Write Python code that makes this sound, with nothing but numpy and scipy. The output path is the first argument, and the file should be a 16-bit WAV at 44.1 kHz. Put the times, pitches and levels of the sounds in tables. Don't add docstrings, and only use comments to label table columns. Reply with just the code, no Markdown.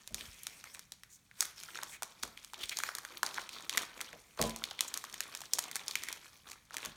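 import sys
import numpy as np
from scipy import signal
from scipy.fft import rfft, irfft, next_fast_len
from scipy.io import wavfile
from scipy.ndimage import uniform_filter1d, map_coordinates

SR = 44100
rng = np.random.default_rng(int(sys.argv[2]) if len(sys.argv) > 2 else 0)


def generate_wav(sig):
    pcm = np.round(np.clip(np.atleast_2d(sig).T, -1, 1) * 32767).astype(np.int16)
    wavfile.write(sys.argv[1], SR, pcm)


N = 306936

# (time [s], facet pitch [Hz], facet level [dB], crack level [dB])
LOUD_CREASES = [(0.0757, 4060, -27, -14), (0.1446, 5430, -5.5, -6), (0.2098, 2860, -7, -22),
                (0.434, 9000, -14.5, -25), (0.469, 2530, -7, -7), (0.641, 1750, -10, -19.5),
                (0.748, 2180, -13, -21), (0.7937, 1630, -21, -16), (0.921, 4050, -12.5, -14.5),
                (1.0349, 1950, -14.5, -23), (1.313, 1610, -16, -42), (1.407, 6100, 8, -1),
                (1.42, 1520, -9, -10), (1.4255, 1450, 1.5, -10), (1.454, 4900, -17, -12),
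                (1.7563, 1910, -4, -27), (1.7887, 1320, -3, -26), (1.8285, 980, -4.5, -30),
                (1.8333, 1500, -6.5, -8.5), (2.023, 930, 1, -12), (2.032, 1100, -5.5, -6),
                (2.2344, 1230, 0, -5), (2.3751, 2540, -10, -24.5), (2.447, 2940, -16, -17.5),
                (2.535, 1000, -5.5, -18), (2.543, 3320, -8.5, -35), (2.6948, 4100, -2, -11),
                (2.771, 4730, -1.5, -10), (2.788, 1070, -6, -4), (2.8022, 1750, -1.5, -19),
                (2.836, 1550, 7, -8), (2.89, 1350, 3, -22), (2.9515, 1620, -15, -6.5),
                (2.9848, 1310, -4.5, -11), (3.0504, 1287, -2.5, -16.5), (3.1723, 3430, -8, -23),
                (3.2315, 1150, 13, -2), (3.264, 4700, -0.5, -14), (3.377, 2188, -4, -34),
                (3.3823, 1210, 6, -30), (3.492, 3090, -8, -18), (3.6954, 3480, 1.5, -6),
                (3.7278, 3050, -5, -19), (3.7742, 1440, 7, 1), (3.7781, 2300, 8.5, 0),
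                (4.0065, 1865, -3, -18), (4.013, 3480, -7, -8), (4.13, 2090, -10.5, -24.5),
                (4.3939, 1110, 1.5, -25), (4.4154, 3280, -2, 0.5), (4.4253, 2570, -0.5, -4),
                (4.4954, 2163, -17, -12.5), (4.562, 1020, -10, -11.5), (4.6393, 3380, 3, -11),
                (4.711, 3600, -5.5, -27), (4.714, 970, -6.5, -30), (4.7917, 2750, -1, -21),
                (4.8078, 3290, 4, 3.5), (4.941, 4400, -3, -6), (4.975, 1050, -31, -5.5),
                (5.041, 1276, -3, -15.5), (5.142, 2473, -9, -12.5), (5.2058, 2060, 0.5, -3),
                (5.3503, 2370, -7, -9.5), (5.3729, 5540, -19, -17), (5.4064, 1108, -17.5, -17),
                (5.4171, 845, -12.5, -15), (5.5354, 6170, 8, -4.5), (5.5864, 870, 0, -4),
                (5.5906, 1030, -19, 1), (5.6404, 3500, -12, -15), (5.7142, 1750, -9.5, -12),
                (5.757, 963, -3, -3), (5.7652, 1930, -5, -9), (5.8815, 5200, -1, -9),
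                (5.9111, 4000, -4, -16), (5.9552, 2500, 6, -2.5), (6.036, 1960, -6, -9),
                (6.0866, 2017, -3, -10.5), (6.1278, 4100, -10, -9), (6.5167, 2430, -16, -16.5),
                (6.708, 1210, -10, -30), (6.743, 1080, -4, -16), (6.768, 2440, -1.5, -9),
                (6.783, 1850, -6.5, -17), (6.8503, 6540, -16, -12.5), (6.8586, 1660, -7, -10)]
# (time [s], level [dB], contact time [s])
TABLE_BLOWS = [(.105, -41, 0.0044), (0.211, -52.5, 0.0037), (2.232, -49.5, 0.0006), (3.776, -58, 0.00058),
               (4.13, -51.5, 0.00022), (4.391, -34.5, 0.0002), (4.399, -30.5, 0.00082),
               (4.435, -30.5, 0.0011), (6.859, -45.5, 0.0021)]
# (frequency [Hz], level [dB], t60 [s])
TABLE_MODES = [(50, -12, 0.43), (122.2, -11.5, 0.27), (162, -6.5, 0.26), (226, -5, 0.4), (336, -19, 0.25),
               (407, -9, 0.09), (476.6, -2, 0.16), (619, 6.5, 0.075), (680, -13, 0.58), (833, -9, 0.13),
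               (1000, -12, 0.51), (1085, 3, 0.064)]
# (frequency [Hz], level [dB per Hz])
CRACK_SPECTRUM = [(200, -27.5), (1000, -9), (3000, -5), (6500, 1.5), (9500, -3), (13000, -7.5),
                  (15700, -14.5), (16500, -41)]
# (frequency [Hz], level [dB per Hz])
PAPER_SPECTRUM = [(100, -12.5), (300, 5.5), (700, 1), (1100, 4.5), (2000, -10), (3500, 0.5), (7000, -22)]
# (frequency [Hz], level [dB per Hz])
FOIL_SPECTRUM = [(1000, -9.5), (2400, 3.5), (3600, -3.5), (5000, 1), (6500, 1), (9500, -3), (15500, -7),
                 (16500, -45)]
# (frequency [Hz], level [dB per Hz])
THUD_SPECTRUM = [(22, -30), (50, 3), (150, -6), (650, 4), (1100, -9), (3000, -54)]
# (frequency [Hz], level [dB per Hz])
AIR_SPECTRUM = [(20, 4.5), (50, -6), (180, -6), (400, -25), (1000, -25.5), (7000, -23), (15000, -32.5)]
# (frequency [Hz], t60 [s])
ROOM_DECAY = [(1500, 0.59), (6000, 0.3), (15000, 0.18)]
# (time [s], length [s], facet pitch [Hz], level [dB])
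FOLD_DRAGS = [(0.161, 0.48, 2320, -63), (0.171, 0.12, 6600, -69), (0.735, 0.017, 7700, -49.5),
              (1.09, 0.092, 6860, -57.5), (1.682, 0.018, 1480, -48), (1.868, 0.11, 7900, -52.5),
              (1.91, 0.069, 2150, -50.5), (2.226, 0.011, 4460, -35), (2.583, 0.079, 3100, -47),
              (2.631, 0.013, 3130, -35.5), (2.709, 0.031, 2280, -39), (3.393, 0.073, 4160, -53.5),
              (3.494, 0.11, 4230, -52), (4.875, 0.015, 8500, -42.5), (5.966, 0.22, 2260, -52.5)]
# (time [s], length [s], paper level [dB], foil level [dB])
FINGER_MOVES = [(0.0, 0.15, -71, -66), (0.181, 0.083, -60.5, -49.5), (0.33, 0.24, -69, -54),
                (0.645, 0.12, -64.5, -57.5), (1.4, 0.032, -70, -45.5), (1.576, 0.17, -62.5, -51.5),
                (1.722, 0.17, -61.5, -59.5), (2.1, 0.41, -69, -62.5), (2.583, 0.04, -58, -63),
                (2.625, 0.032, -59, -50.5), (2.765, 0.1, -62, -44.5), (3.022, 0.15, -62.5, -56.5),
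                (3.247, 0.15, -56, -54), (3.523, 0.13, -56.5, -58), (3.733, 0.051, -47, -48.5),
                (3.934, 0.13, -57, -58.5), (4.15, 0.55, -70.5, -62), (4.397, 0.052, -48.5, -46.5),
                (4.519, 0.26, -56, -72), (4.865, 0.6, -59.5, -57.5), (5.52, 0.29, -57, -58),
                (5.845, 0.3, -59.5, -56.5), (6.214, 0.13, -67, -58.5), (6.471, 0.045, -62.5, -57),
                (6.735, 0.12, -53, -57)]
# (time [s], level [dB])
HAND_PRESSES = [(0.105, -53), (.283, -47), (2.636, -51)]
TABLE_HOLLOWS = [2780, 5000, 7590, 10430]

HOLLOW_WIDTH_HZ, HOLLOW_DB = 247, -4
TOP_HZ = 17000
ATTACK_DB_PER_S, RELEASE_DB_PER_S = 548, 139
HELD_PAPER_DB, HELD_FOIL_DB = -81.5, -77
SETTLE_DB, SETTLE_DB_PER_S = -51, 255
SMALL_PER_S, SMALL_LOW_HZ, SMALL_HIGH_HZ = 14, 1390, 5600
SMALL_FACET_DB, SMALL_CRACK_DB, SMALL_SPREAD_DB = 42.5, 29.5, 3.5
YIELD_DB = -64
AFTER_DB, AFTER_S = -21, .05
PRESS_HZ, PRESS_T60_S = 79, 0.068


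def amp(db):
    return 10 ** (np.asarray(db) / 20)


def unit(x):
    return x / np.sqrt(np.mean(x ** 2) + 1e-20)


def along(points, hz):
    f, v = np.transpose(points)
    return np.interp(np.log(hz + 1), np.log(f + 1), v)


def wobble(rate):
    knots = rng.standard_normal(int(N * rate / SR) + 4)
    return map_coordinates(knots, [np.arange(N) * rate / SR])


def filtered(x, response):
    size = next_fast_len(len(x) + 8192)
    hz = np.fft.rfftfreq(size, 1 / SR)
    return irfft(rfft(x, size) * response(hz), size)[:len(x)]


def coloured(x, spectrum):
    return unit(filtered(x, lambda hz: amp(along(spectrum, hz))))


def causal(gain):
    cepstrum = irfft(np.log(gain + 1e-6))
    half = len(cepstrum) // 2
    cepstrum[1:half] *= 2
    cepstrum[half + 1:] = 0
    return irfft(np.exp(rfft(cepstrum)))


def add(track, s, sound):
    part = track[max(round(s * SR), 0):][:len(sound)]
    part += sound[:len(part)]


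def friction():
    t = np.arange(N) / SR
    power = amp([[HELD_PAPER_DB], [HELD_FOIL_DB]]) ** 2 * np.ones(N)
    for s, length, paper_db, foil_db in FINGER_MOVES:
        rise_db = ATTACK_DB_PER_S * (t - s)
        fall_db = RELEASE_DB_PER_S * (s + length - t)
        shape_db = np.minimum(rise_db, fall_db)
        on = shape_db > -60
        power[:, on] += amp(np.minimum(shape_db[on], 0) + [[paper_db], [foil_db]]) ** 2
    for s, _, _, edge_db in LOUD_CREASES:
        settling_db = edge_db + SETTLE_DB - SETTLE_DB_PER_S * t[:SR // 2]
        add(power[0], s, amp(settling_db) ** 2)
    return 10 * np.log10(power)


def patchy(x):
    z = signal.stft(x, nperseg=256)[2]
    field = rng.standard_normal(z.shape)
    field = uniform_filter1d(field, size=5, axis=0)
    field = uniform_filter1d(field, size=18, axis=1)
    return signal.istft(z * amp(3.5 * unit(field)), nperseg=256)[1][:N]


def crackle(rate, low_hz, high_hz, life_s, size=768):
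    chance = rate / SR * amp(5 * wobble(30))
    at = np.flatnonzero(rng.random(N) < chance)
    colour, force, span = rng.random((len(at), 3)).T[:, :, None]
    pitch = low_hz * (high_hz / low_hz) ** colour
    strength = amp(-5 * np.log(force + .08))
    age = np.arange(size) / SR / (life_s * (.5 + span))
    jitter = np.sqrt(2 * pitch / SR) * rng.standard_normal((len(at), size))
    phase = np.cumsum(2 * np.pi * pitch / SR + jitter, axis=1)
    ticks = strength * age * np.exp(-age) * np.sin(phase)
    places = at[:, None] + np.arange(size)
    return unit(np.bincount(places.ravel(), ticks.ravel(), N + size)[:N])


def rustle(paper, foil, paper_db=-1, foil_db=-1, ticks=1.67):
    grip_db = 1.5 * wobble(35)
    flex = ticks * np.sqrt(amp(paper) / (amp(paper) + amp(foil)))
    paper_ticks = flex * crackle(85, 1100, 4000, life_s=.0009)
    foil_ticks = flex * crackle(130, 3000, 13000, life_s=.0007)
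    rasp = coloured(patchy(rng.standard_normal(N)) + (paper_ticks + foil_ticks) / 2, PAPER_SPECTRUM)
    hiss = coloured(patchy(rng.standard_normal(N)) + foil_ticks + paper_ticks / 2, FOIL_SPECTRUM)
    return rasp * amp(paper + paper_db + grip_db) + hiss * amp(foil + foil_db + grip_db)


def quiet_air():
    return amp(-67.0) * coloured(rng.standard_normal(N), AIR_SPECTRUM)


def room(x, count=28):
    out = np.zeros(N)
    wall_db, tail_db = -19, -12.7
    for piece in np.array_split(np.arange(N), count):
        hz, t, z = signal.stft(rng.standard_normal(SR // 2), SR, nperseg=256)
        fade = amp(-60 * t / along(ROOM_DECAY, hz)[:, None])
        tail = signal.istft(z * fade, SR, nperseg=256)[1]
        echo = amp(tail_db) * tail / np.linalg.norm(tail)
        delays = rng.uniform(0, 0.015, size=12)
        echo[(delays * SR).astype(int)] += amp(wall_db) / np.sqrt(len(delays))
        add(out, piece[0] / SR + .003, signal.fftconvolve(x[piece], echo))
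    return out


def snaps(creases, shiver, facet_db=0, crack_db=0, size=1024):
    out = np.zeros(N)
    t = np.arange(size) / SR
    hz = np.fft.rfftfreq(size, 1 / SR) + 1
    sharpness = 1.334
    shiver_rise_s, shiver_t60_s, lag_s = .0005, .009, .0003
    for s, pitch, ring_db, edge_db in creases:
        facet = amp(ring_db + facet_db) / (1 + (sharpness * (hz / pitch - pitch / hz)) ** 2)
        crack = amp(edge_db + crack_db + along(CRACK_SPECTRUM, hz))
        gain = np.hypot(facet, crack)
        push = rng.standard_normal(size) * amp(-60 * t / shiver_t60_s)
        push *= 1 - np.exp(-t / shiver_rise_s)
        push *= shiver / np.linalg.norm(push)
        push[0] = 1
        spread = np.exp(-4j * np.pi * lag_s * np.sqrt(hz * pitch))
        snap = irfft(rfft(causal(gain)) * rfft(push) * spread)
        level = np.sqrt(np.mean(gain ** 2)) / np.linalg.norm(snap)
        add(out, s - lag_s, snap * level)
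    return out


def after_creases(count=2):
    soonest_s, detune, scatter_db = .006, .35, 3
    creases = []
    for s, pitch, ring_db, edge_db in LOUD_CREASES:
        for _ in range(count):
            later = s + soonest_s + AFTER_S * rng.random() ** 2
            new_pitch = pitch * np.exp(rng.normal(0, detune))
            new_ring_db = ring_db + AFTER_DB + rng.normal(0, scatter_db)
            new_edge_db = edge_db + AFTER_DB + rng.normal(0, scatter_db)
            creases.append((later, new_pitch, new_ring_db, new_edge_db))
    return creases


def knocks(ring_db=-2.5, thud_db=-4.0, build=0.028):
    out = np.zeros(N)
    t = np.arange(SR) / SR
    thud_rise_s, thud_t60_s = .002, .3
    waver_db, wavers_per_s = 3, 45
    for s, db, contact in TABLE_BLOWS:
        ring = np.zeros(SR)
        for hz, level, t60 in TABLE_MODES:
            fade = amp(level - 60 * t / t60 + waver_db * wobble(wavers_per_s)[:SR])
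            rise = 1 - np.exp(-t / (build * t60))
            ring += fade * rise * np.sin(2 * np.pi * hz * t)
        thud = coloured(rng.standard_normal(SR), THUD_SPECTRUM)
        thud *= amp(thud_db - 60 * t / thud_t60_s) * (1 - np.exp(-t / thud_rise_s))
        blow = filtered(amp(ring_db) * ring + thud, lambda hz: 1 / (1 + (hz * contact) ** 2))
        add(out, s, amp(db) * blow)
    return out


def bumps():
    out = np.zeros(N)
    t = np.arange(SR // 2) / SR
    sway_hz, sway_db, sway_t60 = TABLE_MODES[0]
    thump = amp(-60 * t / PRESS_T60_S) * np.sin(2 * np.pi * PRESS_HZ * t)
    sway = amp(sway_db - 60 * t / sway_t60) * np.sin(2 * np.pi * sway_hz * t)
    for s, db in HAND_PRESSES:
        add(out, s, amp(db) * (thump + sway))
    return out


def small_creases(paper, foil):
    at = np.flatnonzero((rng.random(N) < SMALL_PER_S / SR) & (paper > YIELD_DB))
    colour, facet, crack = rng.uniform(-1.05, 1, (len(at), 3)).T
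    pitch = SMALL_LOW_HZ * (SMALL_HIGH_HZ / SMALL_LOW_HZ) ** ((colour + 1) / 2)
    ring_db = paper[at] + SMALL_FACET_DB + SMALL_SPREAD_DB * facet
    edge_db = foil[at] + SMALL_CRACK_DB + SMALL_SPREAD_DB * crack
    return list(zip(at / SR, pitch, ring_db, edge_db))


def scrapes():
    out = np.zeros(N)
    sharpness, bend, bends_per_s = 3.8, .05, 18
    for s, length, pitch, db in FOLD_DRAGS:
        slips = rng.standard_normal(SR // 2) * (rng.random(SR // 2) < .1)
        note = filtered(slips, lambda hz: 1 / (1 + 1j * sharpness * (hz / pitch - pitch / (hz + 1))))
        note = unit(note)
        reading_place = np.cumsum(1 + bend * wobble(bends_per_s)[:len(note)])
        note = map_coordinates(note, [reading_place])
        swell = signal.windows.hann(int(length * SR)) ** .5
        add(out, s, amp(db) * note[:len(swell)] * swell)
    return out


def scene():
    paper, foil = friction()
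    sliding = rustle(paper, foil) + scrapes()
    creases = list(LOUD_CREASES) + after_creases() + small_creases(paper, foil)
    near = snaps(creases, shiver=.9) + sliding
    echoes = room(snaps(creases, shiver=0) + sliding)
    return (near + echoes + knocks() + bumps() + quiet_air())[None]


def record(dry):
    low_cut = signal.butter(4, 38, "highpass", fs=SR, output="sos")
    hz = np.fft.rfftfreq(1024, 1 / SR)
    hollows = sum(np.exp(-((hz - centre) / HOLLOW_WIDTH_HZ) ** 2) for centre in TABLE_HOLLOWS)
    reflection = causal(amp(HOLLOW_DB * hollows))
    channels = []
    for x in dry:
        hollowed = signal.fftconvolve(x, reflection)[:N]
        without_rumble = signal.sosfilt(low_cut, hollowed)
        channels.append(filtered(without_rumble, lambda hz: hz < TOP_HZ))
    return np.array(channels)


dry = scene()
out = record(dry)
generate_wav(out)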